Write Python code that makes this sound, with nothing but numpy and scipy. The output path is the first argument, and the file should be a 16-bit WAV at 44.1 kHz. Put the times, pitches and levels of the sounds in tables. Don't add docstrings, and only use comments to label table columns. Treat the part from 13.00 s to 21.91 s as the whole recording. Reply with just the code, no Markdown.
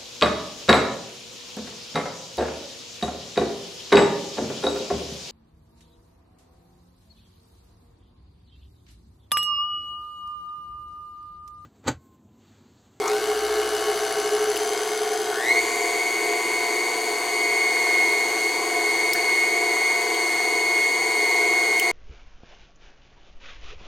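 import sys
import numpy as np
from scipy import signal
from scipy.fft import rfft, irfft, next_fast_len
from scipy.io import wavfile
from scipy.ndimage import uniform_filter1d

SR = 44100
rng = np.random.default_rng(int(sys.argv[2]) if len(sys.argv) > 2 else 0)


def attenuation_scalar(level_db):
    decades = np.asarray(level_db, float) / 20
    return 10 ** decades


def generate_wav(signal):
    frames = np.transpose(np.atleast_2d(signal))
    scaled = np.clip(frames, -1, 1) * 32767
    pcm = np.round(scaled).astype(np.int16)
    wavfile.write(sys.argv[1], SR, pcm)


N = 393147
LENGTH = next_fast_len(N, True)

# (pitch [Hz], level [dB per Hz])
EAR_NOISE = [(18, 2), (40, -1), (70, -15), (150, 4), (260, 1), (400, -23), (12000, -50), (15000, -30)]
# (pitch [Hz], difference [dB])
LEFT_OVER_RIGHT = [(60, -1), (450, 0.45), (1000, 2), (1600, 3), (2200, 0.1), (3500, 3.5), (8000, 3.5),
                   (15000, 4.5)]
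# (pitch [Hz], side over middle [dB])
WALL_ECHO = [(30, -28), (400, -30), (800, -14), (1500, -19), (2200, -12), (4000, -27), (9000, -27),
             (14000, -13)]

# (time [s], level [dB], length [s])
SHAKES = [(0, -61, .15), (.5, -53, 0.19), (.85, -58, .25), (1.49, -59, 0.25), (2.08, -67, .15),
          (2.63, -60, .12), (2.95, -63.5, .18), (3.52, -65, .09), (4.42, -71, .15), (5.35, -70, .2),
          (5.9, -68, .2), (8.91, -69, .15)]
TABLE_DB = -76
# (time [s], snap [dB], ring [dB], ring pitch [Hz], time to fall 60 dB [s])
CLICKS = [(0.078, -43, -24.5, 6430, 0.021), (1.566, -30, -30, 3100, .02), (2.139, -40, -34, 6500, .02),
          (5.12, -37, -35, 4500, .02), (5.63, -56, -28, 1020, .08), (6.1328, -13, -22, 5600, 0.023),
          (6.138, -60, -38, 180, 0.11), (6.149, -43, -26, 1650, 0.092), (7.144, -40, -30, 3300, 0.035),
          (8.7962, -13.5, -15, 2900, 0.018), (8.829, -44.5, -46, 12000, .02)]

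RIPPLE_HZ = 119.95
SLOW, FAST = 67, 99
IDLE_SPEED, OVERSHOOT = 49.4, .04
HUNT_SPEED = .12
# (time [s], speed gained [turns per s], time to the top [s])
LEVER = [
    (.062, 17.1, .2),
    (1.42, 3.6, .45),
    (2.02, 1.1, .25),
    (2.35, 28.85, .35),
]
# (time [s], drag [turns per s], lumpiness [0-1])
BATTER = [(0, -.3, 0), (.8, -.25, 0), (1, .05, 0), (2.8, -.15, .3), (3.4, -.05, .7), (3.75, .1, 0),
          (4.4, .1, 0), (4.85, 1.55, .2), (5.35, 1.25, .6), (5.65, .65, 1), (6.3, .95, 1), (7.1, .95, 1.2),
          (7.7, 1.35, .6), (8.92, 1.3, .8)]
GEARING, LUMP_SPEED = 47, .43
LIGHT_S = 6.6

# (time [s], hiss level [dB], looseness of the rattling parts [dB])
LOOSENESS = [(0, -39.5, -2), (.1, -36, -26), (.3, -37, -2), (.9, -35.5, -1.5), (1.1, -35.5, 0),
             (1.6, -37, 5.5), (2.2, -39, 5), (2.42, -38.5, -4), (2.62, -34, 5), (3.2, -35, -1),
             (6, -35, -3), (8.92, -35.5, -2)]
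# (pitch [Hz], level [dB per Hz])
HISS_SLOW = [(18, -42), (40, -54), (120, -35.5), (250, -29), (330, -14.5), (800, -18), (1430, -20.5),
             (2000, -21.5), (2680, -31.5), (4200, -18.5), (5400, -22.5), (8080, -23.5), (11500, -28),
             (16000, -41.5)]
# (pitch [Hz], level [dB per Hz])
HISS_FAST = [(18, -51), (40, -45), (120, -27), (215, -22), (330, -6.5), (560, -11.5), (1000, -6),
             (1350, -13.5), (1900, -8), (2610, -13), (4200, -14.5), (5310, -18.5), (8000, -12.5),
             (16000, -30.5)]
# (multiple of the rate, width [Hz], when slow [dB], when fast [dB])
SLOT_HISS = [(2, 2800, -10, -20.5), (3, 990, -25, -9), (4, 690, -24, -24), (5, 480, -25, -19.5),
             (6, 640, -34, -22)]
# (pitch [Hz], width [Hz], when slow [dB], when fast [dB], share rung once a turn [0-1])
RATTLES = [(4600, 450, -15, -30, .97), (5050, 300, -12, -30, .97), (6150, 600, -10, -17, .1),
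           (7250, 300, -16, -14, .3), (10400, 700, -10, -30, .97)]

DRONE_ORDERS = [(-1, 4), (-1, 5), (-1, 6), (-1, 7), (0, 1), (0, 2), (0, 3), (0, 4), (0, 6), (1, 2), (1, 3),
                (1, 5), (1, 6), (2, 2), (3, 1), (3, 2), (10, 0), (0, 3.5), (0, 6.5)]
# (when slow [dB], when fast [dB])
DRONE_DB = [(-39, -53.5), (-60, -50), (-54, -52), (-47.5, -53), (-67, -69.5), (-61.5, -65.5), (-49, -48),
            (-48, -46.5), (-47.5, -52), (-60, -48.5), (-37.5, -47), (-45, -44.5), (-44, -75), (-55, -47),
            (-55.5, -56.5), (-54, -75), (-45.5, -44), (-50.5, -49), (-45, -49.5)]
WHINE_ORDERS = [(21, 0), (21, 1), (22, -3), (22, -2), (22, -1), (22, 0), (22, 1), (22, 2), (23, -2),
                (23, -1), (23, 0)]
# (when slow [dB], when fast [dB])
WHINE_DB = [(-8, -18), (-26, -40.5), (-9, -25), (-2, -23.5), (-0.5, -14.5), (-7, -14), (0, -18.5), (0, -24),
            (-4, -53), (-16, -24.5), (-6, -38)]
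OVERTONE_ORDERS = [(43, 0), (43, 1), (43, 2), (44, -2), (44, -1), (44, 0), (44, 1), (44, 2), (45, -1),
                   (45, 0), (66, 0), (66, 1), (67, 0), (88, 0)]
# (when slow [dB], when fast [dB])
OVERTONE_DB = [(-69, -68), (-69, -48), (-70, -69), (-49.5, -50), (-67, -53.5), (-44, -48), (-41.5, -40),
               (-64, -47.5), (-47, -44), (-49, -41.5), (-52, -45), (-42, -73), (-72, -53.5), (-43, -45)]
# (time [s], slot whine level [dB], overtone trim [dB])
EFFORT = [(0, -51, -8), (.08, -33.5, -6), (.13, -44, -7), (1.3, -46, -6.5), (2.3, -40.5, -6.5),
          (2.42, -21, -6.5), (2.515, -10.5, 2), (2.54, -20, -3), (2.575, -12.5, 1), (2.63, -25.5, -1.5),
          (3.75, -24, -2), (4.12, -29, -2), (4.6, -21.5, 0.2), (5.2, -22, -0.3), (5.42, -28, -1),
          (6.4, -21.5, 0.5), (7.25, -24.5, 0), (8.1, -22.5, 1)]
LUMP_WHINE_DB, LUMP_DRONE_DB = -1, 1.7
WHINE_LAG, DRONE_LAG = 0.87, 0.41
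DRONE_SLOW_DB, DRONE_FAST_DB = -1.6, 0.04
FULL_SURGE = 150
DRONE_SURGE_DB, SURGE_LEAN_DB = 0.5, 5.5
# (pitch [Hz], width [Hz], level [dB])
HOUSING = [(338, 69, 4.5), (422, 19.2, 11), (456, 20, -40), (711.2, 18.8, 9), (757, 24.4, 8),
           (916, 25, 8.5), (1111, 39, 9.5), (1500, 47, 7), (2930, 23, 6.5), (2169, 39, 13.5)]


def evened(x):
    return x / np.sqrt(np.mean(x ** 2) + 1e-20)


def curve(rows):
    s, *columns = np.transpose(rows)
    return [np.interp(np.arange(N) / SR, s, c) for c in columns]


def shape(points):
    f, value = np.transpose(points)
    return np.interp(np.log(np.fft.rfftfreq(LENGTH, 1 / SR) + 1), np.log(f + 1), value)


def colour(x, gain):
    return irfft(rfft(x, LENGTH) * gain, LENGTH)[..., :N]


def wander(per_s):
    knots = rng.standard_normal(int(N / SR * per_s) + 2)
    return evened(np.interp(np.arange(N) / SR * per_s, np.arange(len(knots)), knots))


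def resonate(x, hz, width):
    turn = np.exp(2j * np.pi * np.cumsum(hz * np.ones(len(x))) / SR)
    r = np.exp(-np.pi * width / SR)
    return 2 * (turn * signal.lfilter([1 - r], [1, -r], x / turn)).real


def between(slow_db, fast_db, fast):
    return slow_db + (fast_db - slow_db) * fast


def ear_noise(band):
    return attenuation_scalar(-63.0) * evened(colour(rng.standard_normal((2, N)), band * attenuation_scalar(shape(EAR_NOISE))))


def walls():
    taps = rng.standard_normal(4000) * attenuation_scalar(-60 * np.arange(4000) / SR / 0.043)
    return 1.4j * rfft(taps / np.linalg.norm(taps), LENGTH).imag * attenuation_scalar(shape(WALL_ECHO))


def table(ripple):
    t = np.arange(N) / SR
    power = attenuation_scalar(TABLE_DB) ** 2
    power = power + sum(attenuation_scalar(db) ** 2 * np.exp(-((t - s) / length) ** 2) for s, db, length in SHAKES)
    return np.sqrt(2 * power) * np.cos(ripple / 2)


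def clicks():
    out, t = np.zeros(N + SR), np.arange(SR // 8) / SR
    bright = signal.butter(2, 3000, "high", fs=SR)
    for s, snap_db, ring_db, hz, t60 in CLICKS:
        noise = rng.standard_normal(len(t))
        snap = evened(signal.lfilter(*bright, noise))
        ring = evened(resonate(resonate(noise, hz, 0.22 * hz), hz, 0.22 * hz))
        fade = attenuation_scalar(-60 * np.maximum(t - .002, 0) / t60)
        fade = fade + attenuation_scalar(-17 - 60 * t / 0.17)
        attack = np.minimum(t * 9000, 1)
        out[round(s * SR):][:len(t)] += (attenuation_scalar(snap_db) * snap + attenuation_scalar(ring_db) * ring) * fade * attack
    return out[:N]


def motion():
    t = np.arange(N) / SR
    free = np.full(N, IDLE_SPEED)
    damp = -np.log(OVERSHOOT)
    for s, gain, top in LEVER:
        u = np.maximum(t - s, 0) / top
        swing = np.cos(np.pi * u) + damp / np.pi * np.sin(np.pi * u)
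        free = free + gain * (1 - np.exp(-damp * u) * swing)
    drag, lumps = curve(BATTER)
    turns = np.cumsum(free - drag) / SR
    orbit = lumps * np.exp(2j * np.pi * (turns - turns[round(LIGHT_S * SR)]) / GEARING)
    hunting = HUNT_SPEED * uniform_filter1d(wander(6), size=4000)
    speed = free - drag + LUMP_SPEED * orbit.real + hunting
    return speed, np.gradient(free) * SR, orbit


def rattles(white, rotor, bar, pulse, fast, loose_db):
    new_turn = np.diff(rotor // (2 * np.pi), prepend=0)
    knock = 6 * new_turn * pulse * attenuation_scalar(1.3 * wander(70))
    out = np.zeros(N)
    for hz, width, slow_db, fast_db, once in RATTLES:
        once = np.clip(once, 0, 1)
        strength = .045 + pulse ** 2 * (1 - once + .4 * once * bar ** 5)
        ticks = white * strength + once * knock
        part = signal.butter(2, [hz - width / 2, hz + width / 2], "band", fs=SR)
        out += attenuation_scalar(loose_db + between(slow_db, fast_db, fast)) * evened(signal.lfilter(*part, ticks))
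    return out


def hiss(speed, rotor, ripple, fast):
    white = rng.standard_normal(N)
    bar = np.exp(3 * (np.cos(rotor) - 1))
    pulse = np.exp(.9 * (np.cos(ripple) - 1))
    gated = white * evened((.9 + pulse) * (1 + (.8 - .55 * fast) * bar))
    bass = signal.butter(2, 900, fs=SR)
    low = signal.lfilter(*bass, white) * attenuation_scalar(0.82 * wander(30))
    mixed = low + gated - signal.lfilter(*bass, gated)
    slow_part = attenuation_scalar(1) * evened(colour(mixed, attenuation_scalar(shape(HISS_SLOW))))
    fast_part = attenuation_scalar(2.5) * evened(colour(mixed, attenuation_scalar(shape(HISS_FAST))))
    broad = np.sqrt(1 - fast) * slow_part + np.sqrt(fast) * fast_part
    for k, width, slow_db, fast_db in SLOT_HISS:
        slot_hz = k * 22 * speed
        band = resonate(resonate(gated, slot_hz, width), slot_hz, width)
        broad += attenuation_scalar(between(slow_db, fast_db, fast)) * evened(band)
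    level_db, loose_db = curve(LOOSENESS)
    return attenuation_scalar(level_db) * (broad + rattles(white, rotor, bar, pulse, fast, loose_db))


def tones(orders, levels, rotor, ripple, fast, waver_db, lean_db=0, scatter=1):
    out = np.zeros(N)
    for (k, m), (slow_db, fast_db) in zip(orders, levels):
        level_db = between(slow_db, fast_db, fast) + waver_db * wander(9) - lean_db * abs(m - 1)
        start = 2 * np.pi * scatter * rng.random()
        out += np.sqrt(2) * attenuation_scalar(level_db) * np.cos(k * rotor + m * ripple + start)
    return out


def housing():
    hz = np.fft.rfftfreq(LENGTH, 1 / SR)
    return np.sqrt(1 + sum(attenuation_scalar(db) ** 2 / (1 + (2 * (hz - f) / width) ** 2) for f, width, db in HOUSING))


def mixer():
    speed, gaining, orbit = motion()
    surge = gaining / FULL_SURGE
    fast = np.clip((speed - SLOW) / (FAST - SLOW), 0, 1)
    rotor = 2 * np.pi * np.cumsum(speed + 0.041 * wander(60)) / SR
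    ripple = 2 * np.pi * RIPPLE_HZ * np.arange(N) / SR

    whine_db, overtone_db = curve(EFFORT)
    whine_db = whine_db + LUMP_WHINE_DB * (orbit * np.exp(-1j * WHINE_LAG)).real
    drone_db = between(DRONE_SLOW_DB, DRONE_FAST_DB, fast) + DRONE_SURGE_DB * surge
    drone_db = drone_db + LUMP_DRONE_DB * (orbit * np.exp(-1j * DRONE_LAG)).real

    drone = tones(DRONE_ORDERS, DRONE_DB, rotor, ripple, fast, 1.77 + 0.48 * fast)
    whine = tones(WHINE_ORDERS, WHINE_DB, rotor, ripple, np.sqrt(fast), 1.2, SURGE_LEAN_DB * surge, .6)
    overtones = tones(OVERTONE_ORDERS, OVERTONE_DB, rotor, ripple, fast, 1.34)
    force = attenuation_scalar(drone_db) * drone + attenuation_scalar(whine_db) * whine + attenuation_scalar(overtone_db) * overtones
    force += hiss(speed, rotor, ripple, fast)
    return colour(force, housing()) + table(ripple)


def scene():
    near = mixer() + clicks()
    side = np.array([[1], [-1]])
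    band = np.fft.rfftfreq(LENGTH, 1 / SR) < 15830
    ears = attenuation_scalar(side * shape(LEFT_OVER_RIGHT) / 2) + side * walls()
    return colour(near, band * ears) + ear_noise(band)


def top_cut(x):
    return signal.sosfilt(signal.butter(12, 16650, fs=SR, output="sos"), x)


def record(dry):
    treble = signal.lfilter(*signal.butter(2, 5000, "high", fs=SR), dry.mean(0))
    power_db = 10 * np.log10(uniform_filter1d(treble ** 2, 60) + 1e-12)
    fall = np.arange(N) * 420. / SR
    held_db = np.maximum.accumulate(power_db + fall) - fall
    over_db = np.maximum(held_db + 26, 0)
    ducked = dry / attenuation_scalar(.6 * uniform_filter1d(over_db, 100, origin=-49))
    return top_cut(ducked)


dry = scene()
out = record(dry)
generate_wav(out)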